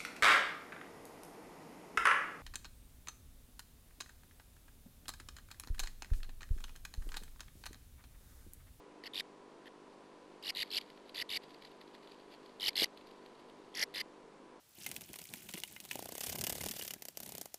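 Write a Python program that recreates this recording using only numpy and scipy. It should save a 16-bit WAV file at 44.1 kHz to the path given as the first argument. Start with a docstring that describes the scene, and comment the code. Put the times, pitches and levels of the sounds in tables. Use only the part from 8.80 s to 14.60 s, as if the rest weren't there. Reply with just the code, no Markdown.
"""Inside a ribbed nest pipe, small birds shuffle on straw and give short, scratchy rasps, mostly in pairs.
Each rasp is a quick train of arched pips and two-voiced burrs from the syrinx; most swell, and all
end in a falling squawk. Claws tick on the straw, and the loudest pips overload the microphone
into two dull pops. The nest camera adds a 50 Hz electrical buzz, a thin whine and hiss."""
import sys
import numpy as np
from scipy import signal
from scipy.fft import rfft, irfft, next_fast_len
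from scipy.io import wavfile
from scipy.ndimage import map_coordinates

SR = 44100
rng = np.random.default_rng(int(sys.argv[2]) if len(sys.argv) > 2 else 0)


def pcm_store(signal):
    """Save signal as 16-bit PCM."""
    levels = np.round(np.clip(np.atleast_2d(signal), -1, 1) * 32767)
    wavfile.write(sys.argv[1], SR, levels.astype(np.int16).T)


N = 255765


def amp(db):
    return 10 ** (np.asarray(db) / 20)


def unit_rms(x):
    return x / np.sqrt(np.mean(x ** 2) + 1e-20)


def gain_at(spectrum, hz):
    """Linear gain from (frequency [Hz], gain [dB]) points on a log axis."""
    knots_hz, knots_db = np.transpose(spectrum)
    return amp(np.interp(np.log(hz + 1), np.log(knots_hz + 1), knots_db))


def filtered(x, response):
    """Zero-phase filter with gain response(hz)."""
    size = next_fast_len(len(x) + SR // 10)
    return irfft(rfft(x, size) * response(np.fft.rfftfreq(size, 1 / SR)), size)[:len(x)]


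def coloured(x, spectrum):
    return filtered(x, lambda hz: gain_at(spectrum, hz))


def wobble(t, knots_per_s):
    """Smooth random curve."""
    return map_coordinates(rng.standard_normal(1024), [(t - t[0]) * knots_per_s], mode="wrap")


def bell(x, width):
    return np.exp(-.5 * (x / width) ** 2)


# Buzz partials: (frequency before rounding to a harmonic [Hz], relative level [dB])
BUZZ_PARTIALS = [(150.7, -82), (199.2, -76.5), (247.6, -73.5), (301.5, -71), (349.9, -72), (398.4, -70),
                 (452.2, -73.5), (500.6, -74), (899.0, -79.5), (947.5, -79), (1001, -72.5), (1050, -84.5),
                 (1098, -81.5)]


def camera_buzz(buzz_hz=50, whine_hz=1000, tick_s=.0012):
    """Harmonics line up in one soft tick a cycle; the whine has a free phase."""
    t = np.arange(N) / SR
    buzz = np.zeros(N)
    for hz, db in BUZZ_PARTIALS:
        hz = buzz_hz * np.round(hz / buzz_hz)
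        phase = rng.uniform(0, 2 * np.pi) if hz == whine_hz else rng.normal(0, .16)
        buzz += np.sqrt(2) * amp(db) * np.cos(2 * np.pi * hz * (t - tick_s) + phase)
    return amp(2) * buzz


# Hiss spectrum: (frequency [Hz], gain [dB])
HISS_SPECTRUM = [(25, -10), (60, -20), (110, -18.5), (180, -8.5), (310, -2), (420, 0), (600, -4), (800, -6),
                 (1050, -7.5), (1500, -13.5), (4000, -23.5), (9000, -31.5), (11200, -38.5), (12300, -73)]


def camera_hiss(rms_db=-59.5):
    """Steady noise floor of the nest camera."""
    return amp(rms_db) * unit_rms(coloured(rng.standard_normal(N), HISS_SPECTRUM))


# Rustle envelope: (time [s], relative level [dB])
RUSTLE_LEVELS = [(0, -87), (1.6, -80), (1.85, -64.5), (2.2, -78), (5.0, -77), (5.8, -89)]
# Claw catches: (time [s], relative level [dB])
CLAW_CATCHES = [(2.2935, -47), (2.6366, -45.5), (2.7044, -46.5), (2.8206, -49), (2.849, -41.5),
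                (2.914, -51.5), (3.0123, -47.5), (3.147, -46.5), (3.273, -55), (3.512, -53), (3.536, -43.5),
                (3.658, -54), (4.173, -53), (4.2707, -50.5), (4.459, -54)]
# Straw spectrum: (frequency [Hz], gain [dB])
STRAW_SPECTRUM = [(800, -47), (1800, 4.5), (3200, 6.5), (4700, 8), (5600, -13.5), (9500, -17.5),
                  (11900, -7), (13000, -48)]


def straw(catch_s=.0017, brush_s=.013, brush_db=-16):
    """Stalks crackle under the birds; a claw's catch adds a tick and a softer, longer brush."""
    t = np.arange(N) / SR
    rustle_db = np.interp(t, *np.transpose(RUSTLE_LEVELS))
    force = amp(rustle_db + 1.02 * wobble(t, 25.4))
    for time_s, db in CLAW_CATCHES + light_steps():
        near = abs(t - time_s) < .08
        since_s = t[near] - time_s - .003
        force[near] += amp(db - 11) * (bell(since_s, catch_s) + amp(brush_db) * bell(since_s, brush_s))
    grains = rng.standard_normal(N) * amp(3.5 * wobble(t, 350))
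    return amp(4.5) * coloured(force * unit_rms(grains), STRAW_SPECTRUM)


def light_steps(from_s=2.0, to_s=4.75, steps_per_s=10, count=40):
    """Uneven scratches as the birds turn round: (time [s], relative level [dB])."""
    lag, strength = rng.standard_normal((count, 2)).T
    time_s = from_s + (np.arange(count) + .5 * lag) / steps_per_s
    level_db = -53.5 + 6 * strength
    return list(np.column_stack([time_s, level_db])[time_s < to_s])


PIP_PERIOD_S = .021


def syrinx_voice(t, pitch_hz, glide, rough):
    """One side of the syrinx: a whistle with weak overtones, its glides repeating every cycle."""
    gesture = wobble(t % PIP_PERIOD_S, 560)
    hz = pitch_hz * (1 + glide * gesture + rough * wobble(t, 2000))
    phase = 2 * np.pi * np.cumsum(hz) / SR
    wave = np.sin(phase) + amp(-25) * np.sin(2 * phase) + amp(-23) * np.sin(3 * phase)
    return unit_rms(wave * amp(1.5 * wobble(t, 900)))


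def pips(t, from_pip_s, low_hz, taut_hz=2656):
    """Pitch arches, loudest at the top; pitch and level follow the tension of the low voice."""
    slack_octaves = max(np.log2(taut_hz / low_hz), 0)
    top_hz = 3780 + .9 * (low_hz - taut_hz)
    arch = 1 - .63 * (1 - bell(from_pip_s, .0024))
    crest = bell(from_pip_s, .0008) + .33 * bell(from_pip_s, .0024)
    return amp(3 - 46 * slack_octaves) * crest * syrinx_voice(t, top_hz * arch, glide=.044, rough=.059)


# Hoarse air spectrum: (frequency [Hz], gain [dB])
THROAT_SPECTRUM = [(700, -15), (1400, -14), (2000, -6), (3300, -4), (5200, -5), (6500, -12), (9500, -13),
                   (11500, -11), (14000, -13)]


def burr(t, left_s, slack, low_hz, high_hz, rest_hz=1930, air_width_hz=380):
    """Both sides of the syrinx sound amid turbulent air and sag as the pressure gives out."""
    tension = (1 - .55 * slack) * (1 - .868 * bell(left_s, .0072))
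    sag = 1 - .117 * bell(left_s, .00663)
    low = syrinx_voice(t, rest_hz + (low_hz - rest_hz) * tension, glide=.11, rough=.0483)
    high = syrinx_voice(t, high_hz * sag * (1 - .18 * slack), glide=.13, rough=.0463)
    bands = lambda hz: bell(hz - low_hz, air_width_hz) + bell(hz - high_hz, air_width_hz)
    air = filtered(rng.standard_normal(len(t)), lambda hz: bands(hz) + gain_at(THROAT_SPECTRUM, hz))
    return amp(-5) * low + amp(-3.5) * high + amp(-5.5) * unit_rms(air)


def rasp(t, first_pip_s, length_s, end_db, swell_db, low_hz, high_hz):
    """Pips alternate with burrs; the gaps fill in and the pulses fuse into a squawk."""
    left_s = length_s - t
    cycle = (t - first_pip_s) / PIP_PERIOD_S
    from_pip_s = (cycle - np.round(cycle)) * PIP_PERIOD_S
    from_burr_s = (cycle % 1 - .5) * PIP_PERIOD_S
    pip_train = pips(t, from_pip_s, low_hz) * (left_s > .011)

    squawk = np.clip((.022 - left_s) / .00775, 0, 1)
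    slack = 1 - np.maximum(bell(from_burr_s, .0036), squawk)
    gap_fill = .33 * np.clip((t - .006) / .03, 0, 1)
    pulses = .72 * bell(from_burr_s + .0008, .0022) + .45 * bell(from_pip_s + .004, .001)
    throb = .6 + .5 * bell(left_s % .009 - .005, .0018)
    burr_envelope = np.maximum(gap_fill + (1 - gap_fill) * pulses, squawk * throb)
    burr_train = burr_envelope * burr(t, left_s, slack, low_hz, high_hz)

    effort_db = end_db - swell_db * np.clip((left_s - .015) / (length_s - .015), 0, 1)
    soft_opening_db = -3 * (t < first_pip_s + .003) * (first_pip_s < PIP_PERIOD_S / 3)
    gate = np.clip(t / .0012, 0, 1) * np.clip(left_s / .0055, 0, 1)
    return gate * amp(effort_db + soft_opening_db) * (burr_train + pip_train)


# Rasps: (start [s], first pip delay [s], length [s], relative end level [dB], swell [dB],
# low voice [Hz], high voice [Hz])
RASP_CALLS = [ (0.237, .0125, .044, -46, -0.5, 2350, 4630), (0.334, 0.0028, 0.078, -38, 3, 2810, 4750),
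              (0.857, .012, 0.028, -56, -6, 1900, 3770), (1.625, 0.014, 0.085, -36, 11, 2950, 4840),
              (1.749, 0.0021, .087, -35.5, 4, 2823, 4410), (1.903, 0.0033, .087, -33.5, 8, 3193, 4700),
              (2.342, .018, 0.087, -38, 3.5, 2610, 4480), (2.490, 0.0048, .088, -36, 3, 2704, 4540),
              (3.798, 0.00154, .098, -31, 10, 2990, 4574), (3.9541, .004, 0.094, -28.5, 3, 2970, 4690),
              (4.942, 0.00097, 0.1, -31.5, 9.5, 2301, 5260), (5.14, .0105, 0.079, -37.5, -2.5, 2367, 4680)]
# Pipe and microphone response: (frequency [Hz], gain [dB])
PIPE_RESPONSE = [(100, 5.5), (600, 10), (1600, 2), (1950, 6), (2450, -4.8), (3050, 3.6), (3800, -4),
                 (4600, 3), (5300, -0.5), (6500, -1), (9800, -2.5), (11500, 6), (13000, -5), (14200, -20)]


def birds(rt60_s=.018, echo_db=-12):
    """Rasps with quick reflections from the pipe wall; harder ones are brighter."""
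    out, t = np.zeros(N + SR), np.arange(SR // 7) / SR
    for start_s, first_pip_s, length_s, end_db, swell_db, low_hz, high_hz in RASP_CALLS:
        call = rasp(t, first_pip_s, length_s, end_db, swell_db, low_hz, high_hz)
        treble_db = .25 * (end_db + 41.5)
        call = filtered(call, lambda hz: amp(treble_db * np.clip((hz - 5000) / 1500, 0, 1)))
        wall = rng.standard_normal(len(t)) * amp(-60 * t / rt60_s) * (t > .0004)
        echo = signal.fftconvolve(call, wall / np.linalg.norm(wall))[:len(t)]
        out[round(start_s * SR):][:len(t)] += call + amp(echo_db) * echo
    return coloured(out[:N], PIPE_RESPONSE)


# Microphone overloads: (time [s], relative level [dB])
OVERLOADS = [(4.022, -20.5), (4.031, -26.5)]
# Pop spectrum: (frequency [Hz], gain [dB])
POP_SPECTRUM = [(60, -44), (150, -8), (230, 5), (550, -2), (900, -10.5), (1600, -4), (4000, -60)]


def overload_pops(t60_s=.0081):
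    """The overloaded microphone recovers with a short, dull pop."""
    out, t = np.zeros(N), np.arange(SR // 30) / SR
    sinking_hz = 270 + 500 * np.exp(-t / .0016)
    tone = np.sin(2 * np.pi * np.cumsum(sinking_hz) / SR)
    for time_s, db in OVERLOADS:
        out[round(time_s * SR):][:len(t)] += amp(db - 60 * t / t60_s) * tone
    return coloured(out, POP_SPECTRUM)


def scene():
    """One microphone in the pipe feeds both channels."""
    mono = birds() + overload_pops() + straw() + camera_buzz() + camera_hiss()
    return np.array([mono, mono])


def record(dry, asymmetry=.17, leak_hz=110, top_hz=14100):
    """The lopsided microphone turns loud rasps into faint bass flutter; the camera cuts the top."""
    bass_band = lambda hz: hz / (hz + 40) / (1 + (hz / leak_hz) ** 2)
    distorted = [x + asymmetry * filtered(x ** 2, bass_band) for x in dry]
    return np.array([filtered(x, lambda hz: hz < top_hz) for x in distorted])


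dry = scene()
out = record(dry)
pcm_store(out)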